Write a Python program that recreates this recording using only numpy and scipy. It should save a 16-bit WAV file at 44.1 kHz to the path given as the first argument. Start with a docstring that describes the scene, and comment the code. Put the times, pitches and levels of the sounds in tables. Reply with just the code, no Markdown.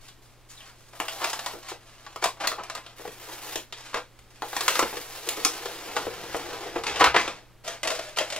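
"""In a small, faintly humming room, hands brush a stiff adhesive sheet stuck to a metal plate on a towel.
A fingernail squeaks under one corner. Three pulls follow: countless glue threads snap in a dense fizz
while the sheet buckles, rustles and tugs at the plate, and the third pull lifts the plate.
At about 7 s the last corner lets go with a loud flap and the plate drops back with a soft thump.
Finally the loose sheet is crumpled, ringing like a hollow shell."""
import sys
import numpy as np
from scipy import signal
from scipy.fft import rfft, irfft, next_fast_len
from scipy.io import wavfile
from scipy.ndimage import uniform_filter1d

SR = 44100
rng = np.random.default_rng(int(sys.argv[2]) if len(sys.argv) > 2 else 0)


def transcribe(signal):
    """Save signal, clipped to [-1, 1], as a 16-bit WAV file at the path in sys.argv[1]."""
    frames = np.atleast_2d(signal).T
    limited = np.clip(frames, -1, 1)
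    pcm = np.round(limited * 32767).astype(np.int16)
    wavfile.write(sys.argv[1], SR, pcm)


N = 369999
TOP_HZ, PIVOT_HZ = 15800, 2000  # top of the sound; centre about which tilts turn
CLICK_HZ = np.fft.rfftfreq(4096, 1 / SR)
SMALL_FLAP_UNTIL_S, HANDS_OFF_S, LOOSE_S = 2.9, 7.3, 7.6

# Colour of the room tone. Each row: frequency in Hz, relative level in dB.
AIR_COLOUR = [(15, 4), (28, -10.5), (45, -9), (80, -5.5), (170, -13), (340, -11.5), (1000, -17.5),
              (4200, -26), (16000, -36)]
# Ventilation and mains hum. Each row: frequency in Hz, rms level in dB.
HUM_TONES = [(29.3, -62.5), (119.7, -62)]
# The room's tail. Each row: frequency in Hz, seconds to fall 60 dB.
ROOM_DECAY = [(200, 0.16), (1000, 0.17), (4000, 0.19), (9000, 0.18), (16000, 0.2)]
# How alike the room is left and right. Each row: frequency in Hz, likeness from 0 to 1.
STEREO_LIKENESS = [(30, 0.8), (70, 0), (250, 0.66), (1000, 0.94), (3000, 1), (6000, 0.36), (14000, 0.7)]
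# The plate is nearer the left. Each row: frequency in Hz, left minus right in dB.
STEREO_BALANCE = [(60, 3.5), (200, -0.5), (550, 3), (1200, 0.5), (2800, 1.5), (8000, 1)]
# Soft pushes on the padded table. Each row: start in seconds, level in dB, pitch in Hz, decay in seconds.
TABLE_THUMPS = [(2.84, -54, 60, 0.028), (4.186, -49.5, 62, .04), (6.331, -64, 105, .03),
                (7.012, -46, 99, 0.034), (7.07, -30.5, 63.6, 0.024), (7.14, -43, 112, 0.034)]
# Fader curve of the plate dragging on the towel. Each row: time in seconds, level in dB.
DRAG_CURVE = [(5.6, -80), (6.05, -56), (6.4, -54), (6.65, -58), (6.949, -49), (7.199, -49.5),
              (7.401, -65.5)]
# Glide of the fingernail. Each row: time in seconds, pitch in Hz, level in dB.
NAIL_GLIDE = [(.56, 4420, -72), (.578, 3900, -46), (.592, 3310, -67), (.607, 2894, -42.5),
              (.625, 2630, -74), (.67, 1705, -60), (.72, 1385, -63)]
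# The plate's ring. Each row: pitch in Hz, relative level in dB, seconds to fall 60 dB.
PLATE_MODES = [(350, -2.5, 0.3), (473, 5.5, .2), (780, -7, .15), (940, -12, 0.19), (910, -4, 0.14),
               (1248, -4.5, 0.53), (1510, -2, 0.1), (1920, -15, 0.17), (1986, 12, 0.037), (2290, -15, 0.37)]
# Gain in dB of the two lowest modes while the plate is lifted.
LIFTED_MODE_DB = [0, 2.5]
# How the sheet radiates, then the added EQ of the small flap. Each row: frequency in Hz, gain in dB.
SHEET_EQ = [(40, -19), (150, -21), (230, -13), (330, -1), (400, -1.5), (480, 2.5), (570, -4), (740, 1.5),
            (1080, 0.5), (1450, 0.5), (2100, 2), (7000, 3), (11000, 0.5), (16000, -7.5)]
FLAP_EQ = [(200, 0), (290, -2.5), (470, -5.5), (660, 4.5), (870, -1.5), (1120, 2.5), (1800, -2), (4000, -1)]
# Centres in Hz of bass, middle, presence and treble, then each kind of event's EQ in dB in those bands.
EVENT_BANDS_HZ = [430, 1150, 3000, 9000]
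KNOCK_EQ_DB = [-7.5, 0.5, 3.3, -4]
RUSTLE_EQ_DB = [-8, -2.2, 1, -0.5]
SNAP_EQ_DB = [-4.5, -1.9, -1, -0.4]
# Cues for jolts of the plate, folds and popping creases. Each row: start in seconds,
# time scale in seconds, note in Hz, relative level in dB, tilt in dB per octave.
PLATE_KNOCKS = [(1.534, 0.0052, 350, -51.5, -9.5), (1.714, 0.0061, 724, -46, -7.5),
                (4.8234, 0.0033, 370, -29, -4.5), (6.065, 0.0036, 517, -43.5, -10),
                (6.343, 0.0066, 620, -36.5, -7.5), (6.756, .008, 650, -36, -8),
                (7.005, 0.015, 1010, -19, -4), (7.0412, 0.0013, 910, -18.5, 0),
                (7.055, 0.018, 1400, -24, -3), (7.139, .012, 990, -25, -4.5),
                (7.16, 0.0071, 2000, -21, -3.2)]
FOLD_RUSTLES = [(0.079, 0.014, 4100, -56, 4), (0.484, 0.054, 7000, -53, 3.5),
                (0.93, 0.0086, 600, -51.5, -2.5), (1.194, .09, 950, -30.5, -2.5),
                (1.677, .04, 745, -39.5, 2.5), (2.213, 0.039, 690, -39.5, 2),
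                (2.397, 0.033, 795, -33.5, -2), (2.43, 0.031, 1510, -31.5, -3.5),
                (2.575, 0.033, 1150, -41.5, -7), (2.757, 0.031, 2080, -42.5, -3.5),
                (3.26, 0.069, 1000, -50, -6), (3.929, 0.01, 1110, -46.5, -4),
                (3.955, 0.032, 990, -36, -2.5), (5.265, 0.026, 450, -53, -9.5),
                (5.37, 0.021, 460, -43.5, -7), (5.88, .025, 450, -43.5, -4), (6.49, 0.025, 450, -44, -3),
                (6.65, .03, 480, -51.5, -9.5), (6.992, 0.019, 990, -28, -1), (7.65, 0.11, 686, -34.5, -1),
                (7.84, 0.023, 680, -31, -2), (7.908, .02, 632, -34, 1.5), (7.938, 0.033, 580, -34.5, 1),
                (7.987, 0.012, 610, -33.5, -1), (8.16, 0.018, 3000, -40, 1.5),
                (8.196, .025, 566, -30, -2.6)]
CREASE_SNAPS = [(1.001, 0.001, 2700, -32.5, -1.5), (1.083, 0.0031, 2920, -37, 1.5),
                (1.2435, 0.0028, 2290, -31.5, 2), (1.299, 0.004, 730, -41.5, 5.5),
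                (1.3313, 0.0044, 910, -33.5, 2), (1.392, 0.0033, 970, -36.5, 1),
                (1.4613, 0.0043, 930, -33.5, 2), (2.0648, 0.0082, 1020, -45.5, -0.5),
                (2.16, 0.00083, 750, -37.5, -3.5), (2.2253, 0.013, 660, -32.5, -2),
                (2.2409, 0.0033, 1060, -25.5, 1.7), (2.2571, 0.0013, 800, -31.5, -1.4),
                (2.473, 0.0014, 4360, -25, 0.5), (2.5172, 0.0021, 1370, -36.5, -1.8),
                (2.6355, 0.0033, 1130, -44, 1.8), (2.699, 0.0061, 1120, -39, 1.5),
                (2.751, 0.0037, 1130, -39.5, 2.8), (2.864, 0.0034, 3500, -47.5, -0.5),
                (2.9967, 0.0014, 670, -55, -6), (3.0517, 0.0039, 715, -48.5, -7),
                (3.077, 0.0021, 360, -45, -2), (3.5575, 0.0013, 5900, -32.5, -1.6),
                (3.725, 0.0081, 3650, -42, 1.6), (3.9434, 0.0034, 1170, -31, -2.5),
                (4.19, .001, 7000, -58.5, -1), (4.421, 0.0018, 786, -37, -3.5),
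                (4.5305, .0053, 770, -39.5, -2), (4.5656, 0.0019, 1080, -31, 0.5),
                (4.608, 0.0029, 1090, -32, 2), (4.6807, 0.0026, 1060, -24, 1.9),
                (4.727, 0.0036, 1660, -42, 4), (4.7548, .0051, 1170, -32, 2.5),
                (4.77, .002, 1130, -38, -0.5), (4.7927, 0.002, 1120, -24, 0),
                (4.9282, 0.0061, 510, -42.5, -4), (4.97, 0.0026, 510, -37.5, -0.3),
                (5.289, 0.00083, 7450, -34, 1.5), (5.449, 0.0043, 6100, -27, 4.5),
                (5.4525, 0.0075, 1100, -33.5, -3.5), (5.6573, 0.0073, 490, -37, -0.5),
                (5.966, 0.0049, 1290, -29, -1.5), (6.366, 0.0021, 497, -54.5, 9),
                (6.837, 0.006, 1050, -36.5, 1), (6.8679, 0.014, 2530, -32, 1),
                (6.959, 0.0089, 3000, -35, -1), (7.2779, 0.0041, 2570, -34, -1.9),
                (7.678, 0.0091, 1730, -34.5, 5.5), (7.8313, 0.0036, 2040, -29.5, 3),
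                (7.8736, .006, 580, -25, 3), (7.903, 0.0034, 605, -27.5, 1.5),
                (8.1712, 0.0035, 1170, -29.5, 2), (8.186, 0.0018, 3100, -26, 2),
                (8.3013, .0036, 4560, -36.5, 3), (8.3234, 0.01, 600, -32.5, 4),
                (8.362, 0.0015, 3020, -33.5, 1.5)]
# Centres in Hz of the peel bands: sheet flutter, tearing, fizz of the finest threads and sizzle.
PEEL_BANDS_HZ = [450, 1700, 9000, 12500]
# Hands slide over the sheet. Each row: start in seconds, length before release in seconds,
# relative level in dB, tilt in dB per octave.
HAND_SLIDES = [(0, 0.059, -93, 1.5), (0.508, 0.07, -93, 2), (0.578, 0.1, -92, 0.5), (0.75, 0.33, -99, 2.3),
               (0.213, 0.025, -99, 3.5), (1.618, 0.048, -85, -0.5), (1.79, 0.46, -93.5, -0.5),
               (2.36, 0.37, -89, -4.2), (2.814, 0.078, -91.5, -2), (3.759, 0.15, -85.5, -0.6),
               (4.295, 0.1, -95.5, 0), (6.853, 0.12, -73, -3), (7.146, 0.074, -70, -3.5),
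               (7.635, 0.036, -75, -0.5), (7.847, 0.22, -78.5, -0.5), (8.165, 0.22, -77, -1)]
# EQ in dB of a slide, then of a pull, one value per peel band.
SLIDE_EQ_DB = [1.5, 2, -7.5, -10]
PULL_EQ_DB = [5, -0.5, -9.5, -4.5]
# How hard the glue tears, one curve per pull. Each row: time in seconds, relative level in dB.
PULL_CURVES = [
    [(0.95, -85.5), (1.04, -82), (1.16, -78.5), (1.24, -75), (1.38, -81), (1.53, -78), (1.62, -94.5)],
    [(2.96, -90), (2.985, -86.5), (3.17, -86.5), (3.32, -79.5), (3.57, -78.5), (3.65, -100)],
    [(4.41, -90), (4.47, -81.5), (4.72, -70.5), (4.88, -78.5), (5.09, -82.5), (5.23, -78.5), (5.38, -76),
     (5.66, -77), (5.8, -79.5), (5.98, -76), (6.17, -81), (6.53, -77), (6.82, -80.5), (7.0, -95)],
]
# A longer peel line is brighter. One tilt per pull, in dB per octave.
PULL_BRIGHTNESS = [0.24, 0.5, 1.0]
# Near the last corner flutter grows and sizzle fades. 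One slope per peel band, in dB per second.
PULL_DRIFT = [4.5, 1, -4, -5.5]


def amp(db):
    """Decibels to gain."""
    return 10 ** (np.asarray(db) / 20)


def unit(x):
    """Scales to an energy of one."""
    return x / np.sqrt(np.sum(x ** 2) + 1e-20)


def curve_at(points, hz):
    """Reads a curve on a log-frequency axis."""
    f, value = np.transpose(points)
    return np.interp(np.log(hz + 1), np.log(f + 1), value)


def add(mix, s, sound):
    """Mixes a sound in at s seconds."""
    part = mix[max(round(s * SR), 0):][:len(sound)]
    part += sound[:len(part)]


def sharpest_click(db):
    """The tightest click that has this spectrum."""
    log_gain = np.log(amp(np.r_[db, db[-2:0:-1]]))
    return irfft(np.exp(np.conj(signal.hilbert(log_gain)))[:len(db)])


def whiten(x, width_hz):
    """Evens out a sound's broad colour and keeps its grain."""
    z = rfft(x, 2 * len(x))
    power = uniform_filter1d(abs(z) ** 2, max(int(width_hz * 2 * len(x) / SR), 1))
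    return irfft(z / np.sqrt(abs(power) + 1e-12))[:len(x)]


def clicks(samples, per_s, spread_db):
    """Randomly timed clicks of either sign; a few are much louder than the rest."""
    chance, size, sign = rng.random((samples, 3)).T
    return (chance < per_s / SR) * amp(spread_db * np.minimum(-np.log(1 - size), 4)) * np.sign(sign - .5)


def stereo_pair(z, likeness):
    """Narrows two unrelated spectra: a likeness of one is mono."""
    likeness = np.clip(likeness, 0, 1)
    return np.array([z[0], likeness * z[0] + np.sqrt(1 - likeness ** 2) * z[1]])


def tilted(db, tilt_db, hz):
    """Levels at the frequencies hz, leaning by tilt_db an octave."""
    return db + tilt_db * np.log2(np.array(hz) / PIVOT_HZ)


def room_tone(air_db=-56.5):
    """A faint bed of air under the steady hum of ventilation and mains."""
    size = next_fast_len(N)
    hz, t = np.fft.rfftfreq(size, 1 / SR), np.arange(N) / SR
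    noise = stereo_pair(rfft(rng.standard_normal((2, size))), curve_at(STEREO_LIKENESS, hz))
    air = irfft(noise * amp(curve_at(AIR_COLOUR, hz)), size)[:, :N]
    hum = sum(amp(db) * np.sqrt(2) * np.sin(2 * np.pi * (f * t + rng.random())) for f, db in HUM_TONES)
    return amp(air_db) * unit(air) * np.sqrt(2 * N) + hum


def room_response(tail_db=-3, early_t60=0.069, bounce=0.6, dull_db=3.0):
    """Direct sound from one spot, a bounce, scatter from near things and the room's short tail."""
    t = np.arange(SR // 2) / SR
    hz, when, z = signal.stft(rng.standard_normal((2, len(t))), SR, nperseg=256)
    hz = hz[:, None]
    z = stereo_pair(z, curve_at(STEREO_LIKENESS, hz))
    z *= amp(-dull_db * hz / 10000)  # towel and foam soak up treble
    early = signal.istft(z * amp(-60 * when / early_t60), SR)[1][:, :len(t)]
    early *= 1 - np.exp(-t / 0.00054)
    tail = signal.istft(z[..., ::-1] * amp(-60 * when / curve_at(ROOM_DECAY, hz)), SR)[1][:, :len(t)]
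    tail *= 1 - np.exp(-t / 0.02)
    paths = np.sqrt(2) * (unit(early) + amp(tail_db) * unit(tail))
    paths[:, 0] += 1  # direct sound
    arrival = round(rng.uniform(0.0022, .0033) * SR)
    paths[[0, 1], [arrival + 2, arrival]] += bounce  # reaches the right first
    return np.array([whiten(side, width_hz=220) for side in paths])


def room(x, spots=7, stay_s=.07, right_lag_s=.000053):
    """The sounding spot wanders over the sheet, and its reflections change with it."""
    spot = (np.arange(N) / SR // stay_s) % spots
    sends = (x * uniform_filter1d(1. * (spot == k), 64) for k in range(spots))
    wet = sum(signal.oaconvolve(send, room_response(), axes=1)[:, :N] for send in sends)
    size = next_fast_len(N)
    hz = np.fft.rfftfreq(size, 1 / SR)
    lean = amp(curve_at(STEREO_BALANCE, hz) / 2)
    pan = np.array([lean, np.exp(-2j * np.pi * hz * right_lag_s) / lean])
    return irfft(rfft(wet, size) * pan, size)[:, :N]


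def table_thumps(attack_s=0.0037):
    """The table top gives a few slow swings under the hand and the plate."""
    out, t = np.zeros(N), np.arange(SR // 3) / SR
    for s, db, hz, decay in TABLE_THUMPS:
        envelope = (1 - np.exp(-t / attack_s)) * np.exp(-t / decay)
        add(out, s, amp(db) * np.sin(2 * np.pi * hz * t) * envelope)
    return out


def plate_drag(band_hz=(55, 170)):
    """A dull rumble as the tugged plate shifts on the towel."""
    rub = signal.sosfilt(signal.butter(2, band_hz, "band", fs=SR, output="sos"), rng.standard_normal(N))
    fader = amp(np.interp(np.arange(N) / SR, *np.transpose(DRAG_CURVE)))
    return unit(rub) * np.sqrt(N) * fader


def nail_squeak(width_hz=300):
    """The nail scratches under the corner with a falling, breathy tone."""
    s, hz, db = np.transpose(NAIL_GLIDE)
    t, out = np.arange(s[0], s[-1], 1 / SR), np.zeros(N)
    noise = [1, 1j] @ rng.standard_normal((2, SR))
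    waver = signal.sosfilt(signal.butter(2, width_hz, fs=SR, output="sos"), noise)[:len(t)]
    tone = (waver * np.exp(2j * np.pi * np.cumsum(np.interp(t, s, hz)) / SR)).real
    add(out, s[0], unit(tone) * np.sqrt(len(t)) * amp(np.interp(t, s, db)))
    return out


def event_colour(eq_db, note_hz, db, tilt_db, hump_db=5.5, hump_octaves=0.97):
    """Band levels of one event: its kind's EQ, tilted, with a hump where the fold radiates best."""
    hump = hump_db * np.exp(-(np.log2(np.array(EVENT_BANDS_HZ) / note_hz) / hump_octaves) ** 2)
    return np.array(eq_db) + tilted(db, tilt_db, EVENT_BANDS_HZ) + hump


def sheet_click(note_hz, band_db, top_db, note_db=5, note_width=0.15, lag_at_1khz_s=0.000392):
    """One click of the sheet with the note of its fold; low bending waves arrive later."""
    widths_hz = np.diff([250, 700, 1800, 5000, 16000])
    density_db = band_db + 10 * np.log10(SR / 2 / widths_hz * SR / 50)  # from rms over 1/50 s
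    body = curve_at(list(zip(EVENT_BANDS_HZ, density_db)), CLICK_HZ) + curve_at(SHEET_EQ, CLICK_HZ)
    detune = np.log((CLICK_HZ + 1) / note_hz)
    note = note_db * (1 / (1 + (detune / note_width) ** 2) - .5 * np.exp(-detune ** 2))
    click = sharpest_click(body + note + top_db * (CLICK_HZ / TOP_HZ) ** 2)
    return irfft(rfft(click) * np.exp(-4j * np.pi * lag_at_1khz_s * np.sqrt(1000 * CLICK_HZ)))


def plate_knocks(ring_db=-19, top_db=-8, trim_db=-3):
    """The sheet slaps and rattles against the plate, which rings briefly on the towel."""
    out, t = np.zeros(N), np.arange(16384) / SR
    ring = sum(amp(db - 60 * t / t60) * np.cos(2 * np.pi * hz * t) for hz, db, t60 in PLATE_MODES)
    for s, decay, hz, db, tilt_db in PLATE_KNOCKS:
        rattle = clicks(len(t), per_s=4000, spread_db=7.4) * (t / decay) ** 2 * np.exp(-4.2 * t / decay)
        slap = sheet_click(hz, event_colour(KNOCK_EQ_DB, hz, db, tilt_db), top_db)
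        add(out, s, amp(trim_db) * signal.fftconvolve(whiten(rattle, width_hz=200), slap))
    return out + amp(ring_db) * signal.oaconvolve(out, .5 * unit(ring))[:N]


def lifted_plate(x, from_s=5.6, to_s=7.0):
    """Raised off the towel, the plate sings along in its two lowest modes."""
    t = np.arange(N) / SR
    drive = x * (t > from_s) * (t < to_s)
    for (hz, _, t60), db in zip(PLATE_MODES, LIFTED_MODE_DB):
        q = hz * t60 * np.pi / np.log(1000)
        x = x + amp(db) * signal.lfilter(*signal.iirpeak(hz, q, fs=SR), drive)
    return x


def curled_sheet(x, ring_hz=610, width_hz=42, ring_db=9.6):
    """Once it is loose, the sheet curls up and rings like a hollow shell."""
    loose = x * (np.arange(N) > LOOSE_S * SR)
    ring = signal.lfilter(*signal.iirpeak(ring_hz, ring_hz / width_hz, fs=SR), loose)
    return x - 0.35 * loose + amp(ring_db) * ring


def small_flap(x):
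    """At first only a small stiff flap is free: it rings higher, with a hollow rasp."""
    early = x * (np.arange(N) < SMALL_FLAP_UNTIL_S * SR)
    rasp = sharpest_click(curve_at(FLAP_EQ, CLICK_HZ))
    return x - early + signal.oaconvolve(early, rasp[None], axes=1)[:, :N]


def fold_rustles(cracks_per_s=2200, spread_db=2.0, top_db=-9, trim_db=-1):
    """Swells of tiny cracks as the sheet folds and crumples."""
    out, t = np.zeros(N), np.arange(12288) / SR
    for s, length, hz, db, tilt_db in FOLD_RUSTLES:
        swell = t / length * np.exp(-(1.65 * t / length) ** 2)
        cracks = whiten(clicks(len(t), cracks_per_s, spread_db) * swell, width_hz=300)
        fold = sheet_click(hz, event_colour(RUSTLE_EQ_DB, hz, db, tilt_db), top_db)
        add(out, s, amp(trim_db) * signal.fftconvolve(cracks, fold))
    return out


def crease_snaps(crackle_db=-1.5, crackle_hz=6500, slack_db=-8, trim_db=-2.5, usual_decay_s=0.0023):
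    """A crease pops through with a sharp click and a short run of duller cracks; quick pops are crisper."""
    out, t = np.zeros(N), np.arange(4096) / SR
    for s, decay, hz, db, tilt_db in CREASE_SNAPS:
        crispness = np.log2(usual_decay_s / decay)
        cracks = whiten(clicks(len(t), per_s=3500, spread_db=3.0) * np.exp(-t / decay), width_hz=700)
        run = amp(crackle_db) * signal.lfilter(*signal.butter(1, crackle_hz, fs=SR), cracks)
        attack = amp(0.5 * crispness + slack_db * (s > LOOSE_S))  # a slack sheet pops softly
        run *= np.sqrt(2 - min(attack, 1) ** 2)  # softer attack, more crackle
        run[0] += attack
        pop = sheet_click(hz, event_colour(SNAP_EQ_DB, hz, db, tilt_db), top_db=-6 + 6 * crispness)
        add(out, s, amp(trim_db) * signal.fftconvolve(run, pop))
    return out


def hand_gestures(t, touch_db=-105, drift_from_s=4.97, attack_s=0.014, release_s=0.062):
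    """A fader for each peel band: faint steady brushing, pulls that tear the glue, and slides."""
    power = amp(touch_db + np.c_[SLIDE_EQ_DB]) ** 2 * (t < HANDS_OFF_S)
    pull_eq = np.c_[PULL_EQ_DB] + np.c_[PULL_DRIFT] * np.maximum(t - drift_from_s, 0)
    for pull, tilt_db in zip(PULL_CURVES, PULL_BRIGHTNESS):
        s, db = np.transpose(pull)
        tear_db = np.interp(t, s, db) + pull_eq + tilted(0, tilt_db, PEEL_BANDS_HZ)[:, None]
        power += amp(tear_db) ** 2 * (t >= s[0]) * (t < s[-1])
    for s, length, db, tilt_db in HAND_SLIDES:
        stroke = np.clip((t - s) / attack_s, 0, 1) * np.exp(-np.maximum(t - s - length, 0) / release_s)
        power += np.outer(amp(tilted(db, tilt_db, PEEL_BANDS_HZ) + SLIDE_EQ_DB), stroke) ** 2
    return np.sqrt(power)


def glue_peel(threads_per_s=7000, ticks_per_s=130, slip_db=1.95, slip_hz=70, wide_above_hz=11000):
    """Glue threads snap in surges as the peel line sticks and slips; the same grain voices the slides."""
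    t, size = np.arange(N) / SR, next_fast_len(N)
    hz = np.fft.rfftfreq(size, 1 / SR)
    surge = amp(slip_db * np.interp(t * slip_hz, np.arange(4000), rng.standard_normal(4000)))
    ticks = 0.73 * unit(clicks(N, ticks_per_s, spread_db=1.5))  # thicker strands of glue
    threads = [unit(clicks(N, threads_per_s, spread_db=3)) for side in range(2)]
    fizz = np.array([unit((side + ticks) * surge) for side in threads]) * np.sqrt(N * SR / 2)
    likeness = np.exp(-(hz / wide_above_hz) ** 2)  # the peel line is long, so its treble spreads wide
    spectrum = stereo_pair(rfft(fizz, size), likeness) * amp(curve_at(SHEET_EQ, hz))
    out, steps = np.zeros((2, N)), t[::64]
    for solo, fader in zip(np.eye(len(PEEL_BANDS_HZ)), hand_gestures(steps)):
        band = irfft(spectrum * curve_at(list(zip(PEEL_BANDS_HZ, solo)), hz), size)[:, :N]
        out += np.interp(t, steps, fader) * band
    return out


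def scene():
    """Sheet, plate and nail play into the room, over table thumps and room tone."""
    sheet = lifted_plate(glue_peel()) + crease_snaps() + fold_rustles()
    sheet = curled_sheet(small_flap(sheet))
    return room(sheet + plate_knocks() + nail_squeak() + plate_drag()) + table_thumps() + room_tone()


def record(dry):
    """Clips at full scale and cuts the highest treble."""
    lowpass = signal.firwin(511, TOP_HZ, window=("kaiser", 9), fs=SR)
    return signal.oaconvolve(np.clip(dry, -1, 1), lowpass[None], "same")


dry = scene()
out = record(dry)
transcribe(out)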